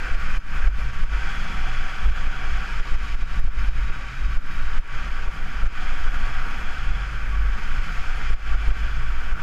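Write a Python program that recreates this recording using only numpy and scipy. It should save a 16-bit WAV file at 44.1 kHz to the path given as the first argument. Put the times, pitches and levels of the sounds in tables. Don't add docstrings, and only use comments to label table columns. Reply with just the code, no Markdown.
import sys
import numpy as np
from scipy import signal
from scipy.io import wavfile
from scipy.ndimage import uniform_filter1d

SR = 44100
rng = np.random.default_rng(int(sys.argv[2]) if len(sys.argv) > 2 else 0)


def volts(x):
    e = np.asarray(x, float) / 20
    return 10 ** e


def transcribe(signal):
    frames = np.atleast_2d(signal).T
    limited = np.clip(frames, -1, 1)
    pcm = np.round(limited * 32767).astype(np.int16)
    wavfile.write(sys.argv[1], SR, pcm)


N = 415422

# time in seconds, heard peak pressure (-1 to 1), forced gain drop in dB,
# depth of the suction just before (0 to 1).
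BUFFETS = [(0.151, 0.3, 7.5, .26), (0.377, 0.36, 18.5, 0), (0.681, 0.35, 13, 0), (0.906, 0.019, 5, 0),
           (1.017, -0.27, 0.5, 0), (1.039, 0.31, 10.5, 0), (2.1, 0.29, 7, .32), (2.205, -0.2, 2, 0),
           (2.274, -0.26, 6, 0), (2.804, 0.3, 8, 0), (2.954, 0.29, 8, .29), (3.15, 0.31, 9, 0),
           (3.229, 0.29, 8.5, 0), (3.397, 0.34, 11, 0), (3.479, 0.28, 7, 0.29), (3.69, 0.32, 10, 0),
           (3.789, 0.3, 3.5, 0), (3.902, 0.28, 4.5, 0), (4.262, -0.28, 4, 0), (4.373, 0.4, 13.5, 0),
           (4.786, 0.41, 16.4, .26), (5.282, -0.28, 6, 0), (5.669, 0.3, 10, .34), (6.085, 0.29, 6.5, .28),
           (6.91, 0.25, 3.5, .29), (7.794, 0.27, 4.5, 0), (8.339, 0.29, 13.5, .33), (8.551, 0.29, 7, .27),
           (8.714, 0.28, 5.8, .33), (9.331, 0.32, 7.5, 0)]
# time in seconds, level in dB.
GUSTS = [(0.0, -16), (0.5, -3.5), (0.9, -19), (1.3, -14), (2.0, -15), (2.6, -18), (3.0, -15.5), (3.55, -11),
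         (4.1, -21.5), (4.6, -8), (4.85, -20), (5.7, -18), (6.1, -9), (6.9, -18.5), (7.5, -21),
         (7.75, -6.5), (8.25, -18), (9.42, -13.5)]
# time in seconds, edge hiss level in dB.
SKI_LOAD = [(0.0, -32.5), (0.65, -33.5), (0.91, -37), (1.25, -33), (2.0, -33.5), (2.73, -34), (3.3, -38),
            (3.65, -36), (4.3, -38.5), (4.86, -34), (5.35, -37), (5.8, -34), (6.35, -33), (7.2, -36),
            (7.7, -35), (8.5, -34.5), (9.12, -37), (9.42, -33)]
# time in seconds, roar level in dB.
AIR_SPEED = [(0.0, -42), (0.35, -40.5), (0.9, -44.5), (1.3, -40.5), (2.3, -42.5), (2.75, -41.5),
             (3.3, -43.5), (3.95, -45), (4.55, -45), (4.9, -43), (5.45, -46.5), (5.8, -42), (6.4, -42.5),
             (7.0, -44), (7.4, -47), (7.8, -42), (8.3, -42), (9.42, -46.5)]
# start in seconds, length in seconds, level in dB.
SHAKES = [(0.24, 0.058, -24), (0.493, 0.031, -19), (0.634, 0.097, -18), (0.754, 0.2, -20.5),
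          (1.11, 0.1, -21.5), (2.077, 0.089, -15), (2.476, 0.095, -20), (2.71, 0.052, -28),
          (3.011, 0.034, -24), (3.13, 0.061, -29), (3.386, 0.078, -16.5), (3.57, 0.25, -21),
          (4.254, 0.086, -23), (4.65, 0.091, -22.5), (6.88, 0.25, -25.5), (7.21, 0.32, -27),
          (8.267, 0.12, -23), (8.502, 0.31, -26), (8.746, 0.44, -24.5), (9.236, 0.11, -30)]
# start in seconds, length in seconds, level in dB.
HUMS = [(0.064, 0.098, -43), (0.814, 0.15, -37.5), (1.642, 0.15, -38.5), (2.365, 0.21, -46),
        (2.742, 0.051, -39), (2.888, 0.058, -47), (3.356, 0.13, -50), (3.615, 0.78, -42),
        (4.538, 0.051, -41), (4.773, 0.032, -47), (4.913, 0.14, -38), (6.258, 0.21, -43), (6.837, 0.3, -38),
        (7.266, 0.11, -43), (7.76, 0.55, -45), (8.261, 0.076, -50), (8.65, 0.045, -45), (8.958, 0.079, -35)]
# start in seconds, length in seconds, level in dB.
WHINES = [
    (.782, .036, -71),
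    (6.477, .036, -69),
    (8.156, .036, -69),
]
WHINE_HZ = (10400, 11150)
# start in seconds, length in seconds.
TURNS = [
    (1.15, 1.5),
    (4.95, .7),
    (5.75, 1.35),
    (7.7, 1.4),
]
TURN_DB = (-49, -57, -51, -53.5)
# start in seconds, length in seconds, level in dB.
SEAM = [
    (2.8, 2.1, -62.5),
]
# frequency in Hz, width in Hz, lift in dB.
CASE = [(538, 72, 2.5), (764, 164, 8), (934, 31, 12.5), (1086, 77, -7), (1340, 42, 2), (1454, 390, -0.5),
        (2028, 22, 1), (2360, 167, 6.5), (2593, 120, 3.5), (3050, 93, 6), (3226, 130, 3), (4060, 86, -4.5),
        (3920, 380, 3.5), (4360, 140, 5), (4980, 550, 6), (5330, 120, 4), (5790, 170, 3), (6360, 580, 2.5),
        (12600, 360, -1)]
# frequency in Hz, level in dB per Hz.
RUMBLE = [(2, -2.5), (7, -3), (14, 6), (22, -8), (31, -13.5), (45, -31), (70, -27), (150, -77)]
# frequency in Hz, level in dB per Hz.
FLUTTER = [(25, -18), (55, 3.5), (75, -5.5), (100, -6), (170, -5.5), (300, -18), (600, -49.5)]
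# frequency in Hz, level in dB per Hz.
ROAR = [(900, -27.5), (1800, 2.5), (2470, -1.5), (3450, -9), (3600, -13.5), (4940, -14), (5860, -18),
        (6770, -15.5), (9530, -31), (10600, -28.5), (12700, -40), (15500, -60)]
# frequency in Hz, level in dB per Hz.
EDGES = [(800, -38.5), (1050, -10.5), (1250, -4), (1530, 1.5), (1800, -10), (2600, -17), (3500, -23),
         (4700, -69)]
# frequency in Hz, level in dB per Hz.
BASES = [(120, -18), (250, -3), (400, -2.5), (650, -6), (900, -7.5), (1200, 0.5), (2000, -48)]
# frequency in Hz, level in dB per Hz.
SCRAPE = [(600, -43), (700, 6), (800, 7), (870, -26), (2700, -38), (2950, -14), (3400, 10), (3550, -40)]
# frequency in Hz, level in dB per Hz.
HISS = [(3000, -26), (7000, -8), (9000, -4), (12500, -6), (14500, -16), (15600, -40)]
# frequency in Hz, level in dB per Hz.
APART = [(20, 3), (53, 5), (238, 0), (900, -12), (2470, -21), (4950, -24), (9000, -27), (13900, -29),
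         (15500, -34)]
# frequency in Hz, share (0 to 1).
EMPTY = [(11500, 0), (12500, .08), (13000, .2), (13500, .45), (14000, .3), (14500, .25), (14900, .3),
         (15150, .9), (15300, 1), (15700, 1)]


def evened(x):
    return x / np.sqrt(np.mean(x ** 2) + 1e-20)


def curve(rows, base_db, own_db, follows):
    time_s, db = np.transpose(rows)
    return volts(own_db + follows * (np.interp(np.arange(N) / SR, time_s, db) - base_db))


def bouts(rows, rest_db, swell_s=0.11):
    t = np.arange(N) / SR
    gain = volts(rest_db)
    for start_s, length_s, db in rows:
        inside_s = np.minimum(t - start_s, start_s + length_s - t)
        gain = gain + volts(db) * np.clip(inside_s / swell_s + .5, 0, 1)
    return gain


def resonate(x, hz, width_hz):
    turn = np.exp(2j * np.pi * hz * np.arange(len(x)) / SR)
    r = np.exp(-np.pi * width_hz / SR)
    return 2 * (turn * signal.lfilter([1 - r], [1, -r], x / turn)).real


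def mode(hz, width_hz):
    once = resonate(rng.standard_normal(N), hz, width_hz)
    return evened(resonate(once, hz, width_hz))


def noise(spectrum, size, patchy_db, flicker_db):
    frames, hz = 4 * N // size + 5, np.fft.rfftfreq(size, 1 / SR)
    real, imag, patches = rng.standard_normal((frames, len(hz), 3)).T
    patches = uniform_filter1d(patches, size=12, axis=0)
    patches = evened(uniform_filter1d(patches, size=8, axis=1))
    flicker = evened(uniform_filter1d(rng.standard_normal(frames), size=3))
    spectrum_hz, level_db = np.transpose(spectrum)
    colour_db = np.interp(np.log(hz + 1), np.log(spectrum_hz + 1), level_db)
    for centre_hz, width_hz, lift_db in CASE:
        colour_db = colour_db + lift_db / (1 + (2 * (hz - centre_hz) / width_hz) ** 2)
    gain = volts(colour_db[:, None] + patchy_db * patches + flicker_db * flicker)
    z = (real + 1j * imag) * gain
    return evened(signal.istft(z, nperseg=size, noverlap=3 * size // 4)[1][:N])


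def pushes():
    time_s, peak, drop_db, depth = np.transpose(BUFFETS)
    deep = depth > .1
    suction_s = time_s[deep] - .033
    suction_db = 46 * (depth[deep] - 0.23)
    drop_db = np.maximum(np.r_[drop_db, suction_db], 0)
    return np.r_[time_s, suction_s], np.r_[peak, -depth[deep]], drop_db


def at_buffets(shape, heights):
    train = np.zeros(N)
    train[np.round(pushes()[0] * SR).astype(int)] = heights
    return signal.oaconvolve(train, shape, "same")


def duck_db(fall_s=.017, lead_s=.006, climb_db_per_s=100):
    t = np.arange(-2000, 2001) / SR + lead_s
    fall = np.clip(1 - abs(2 * t / fall_s - 1), 0, 1)
    run_db = np.cumsum(at_buffets(fall / fall.sum(), pushes()[2]) - climb_db_per_s / SR)
    return run_db - np.minimum.accumulate(np.minimum(run_db, 0))


def slow_wind(ceiling=0.28):
    t = np.arange(-4000, 4001) / SR
    calm = np.clip(1 - .85 * at_buffets(np.exp(-(t / .016) ** 2), 1), 0, 1)
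    wind = noise(RUMBLE, size=16384, patchy_db=0.5, flicker_db=1.0)
    wind = volts(-4.0) * curve(GUSTS, -10, -10, 0.73) * wind
    return ceiling * np.tanh(wind / ceiling) * calm


def buffets(rise_s=0.0063, tail_s=0.017):
    t = np.arange(-4000, 4001) / SR
    push = 1 / (1 + (t / np.where(t < 0, rise_s, tail_s)) ** 2) ** 1.1
    push = push - 0.35 * np.exp(-(t / 0.037) ** 2)
    return at_buffets(push / push.max(), pushes()[1]) * volts(duck_db())


def mount_shake():
    return volts(-3) * bouts(SHAKES, -31) * mode(45.98, 8.4)


def case_hum():
    return volts(-3) * bouts(HUMS, -50.5) * mode(122.96, 11.3)


def case_whistle():
    ringing = mode(1136.1, 29.3) + volts(-12) * mode(935.6, 30)
    return volts(-3) * curve(SKI_LOAD, -35, -45, 0.45) * ringing


def helmet_flutter():
    flutter = noise(FLUTTER, size=4096, patchy_db=2.0, flicker_db=2.0)
    return volts(-3) * curve(GUSTS, -10, -38, 0.1) * flutter


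def roar():
    return volts(1.0) * curve(AIR_SPEED, 0, 0, 1) * noise(ROAR, size=1024, patchy_db=0.5, flicker_db=0.7)


def edge_shear():
    shear = noise(EDGES, size=1024, patchy_db=.7, flicker_db=.9)
    return volts(-2.5) * curve(SKI_LOAD, -35, -35, 1) * shear


def base_rush():
    rush = noise(BASES, size=2048, patchy_db=0.05, flicker_db=1.3)
    return volts(-2.5) * curve(SKI_LOAD, -35, -44.5, 0.86) * rush


def snow_scrape():
    rows = [(*turn, db) for turn, db in zip(TURNS, TURN_DB)]
    return bouts(rows, -69.5) * noise(SCRAPE, size=1024, patchy_db=1.5, flicker_db=1.0)


def seam_tone():
    return bouts(SEAM, -80) * mode(3800, 90)


def amplifier_hiss():
    return volts(-83.5) * noise(HISS, size=2048, patchy_db=2.5, flicker_db=3.2)


def stepped_duck_db(step_db=.8, jitter_db=.5, right_lag_s=.00016):
    duck = duck_db()
    wander = uniform_filter1d(rng.standard_normal(N), size=1500)
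    wander = evened(uniform_filter1d(wander, size=1500))
    duck = duck + jitter_db * np.minimum(duck, 1) * wander
    steps = uniform_filter1d(step_db * np.round(duck / step_db), size=5)
    return np.array([steps, np.roll(steps, round(right_lag_s * SR))])


def channel_split():
    t = np.arange(-4000, 4001) / SR
    over = np.clip((abs(pushes()[1]) - .265) / 0.051, 0, 1)
    shape = np.exp(-(t / np.where(t < 0, .012, .04)) ** 2)
    working = np.clip(at_buffets(shape, over), 0, 1)
    apart = volts(-47) * working * noise(APART, size=512, patchy_db=3, flicker_db=2.5)
    return apart * np.array([[1], [-1]])


def ticks(length_s=0.005, repeat_s=.011, repeat_db=-8, spread_db=1.0, mean_gap_samples=36):
    time_s, peak, _ = pushes()
    time_s = time_s - .001
    luck = rng.standard_normal((len(time_s), 3))
    ducked_db = duck_db()[np.round((time_s - .008) * SR).astype(int)]
    tick_db = -48 - .7 * ducked_db - 200 * np.maximum(.33 - abs(peak), 0)
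    t = np.arange(N) / SR
    bursts = np.zeros(N)
    for first_s, db, row in zip(time_s, tick_db, luck):
        for k, odd in enumerate(row):
            start_s = first_s + k * repeat_s
            on = (t > start_s) & (t < start_s + length_s)
            bursts += volts(db + k * repeat_db + spread_db * odd) * on
    clicks = .8 * rng.standard_normal(N) + .8 * rng.standard_normal((2, N))
    clicks = clicks * (.3 + (rng.random(N) < 1 / mean_gap_samples) * 3)
    clicks = signal.lfilter([1, -.35], [1], clicks)
    clicks = signal.lfilter(*signal.butter(6, 14300, fs=SR), clicks)
    return volts(-2.5) * bursts * clicks


def whines():
    t = np.arange(N) / SR
    on = sum(volts(db) * ((t > start_s) & (t < start_s + length_s)) for start_s, length_s, db in WHINES)
    return on * sum(evened(resonate(rng.standard_normal(N), hz, 120)) for hz in WHINE_HZ)


def drop_high_bands(x):
    hz, t, z = signal.stft(x, SR, nperseg=1024, noverlap=768)
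    draw = rng.random((len(t) // 4 + 1, len(hz) // 6 + 1)).T
    draw = draw.repeat(6, 0).repeat(4, 1)[:len(hz), :len(t)]
    kept = draw > np.interp(hz, *np.transpose(EMPTY))[:, None]
    return signal.istft(z * kept, SR, nperseg=1024, noverlap=768)[1][:, :N]


def scene():
    wind = slow_wind() + buffets() + roar()
    moan = mount_shake() + case_hum() + case_whistle() + helmet_flutter()
    skis = edge_shear() + base_rush() + snow_scrape()
    mono = wind + moan + skis + seam_tone() + whines()
    return np.array([mono, mono])


def roll_off(x):
    return signal.sosfilt(signal.butter(12, 15740, fs=SR, output="sos"), x)


def record(dry):
    hiss = np.array([amplifier_hiss() for _ in dry])
    heard = dry * volts(-stepped_duck_db()) + hiss + channel_split()
    heard = .9 * np.tanh(heard / .9)
    heard = signal.lfilter(*signal.butter(1, 1.5, "high", fs=SR), heard)
    mix = drop_high_bands(heard) + ticks()
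    return roll_off(mix)


dry = scene()
out = record(dry)
transcribe(out)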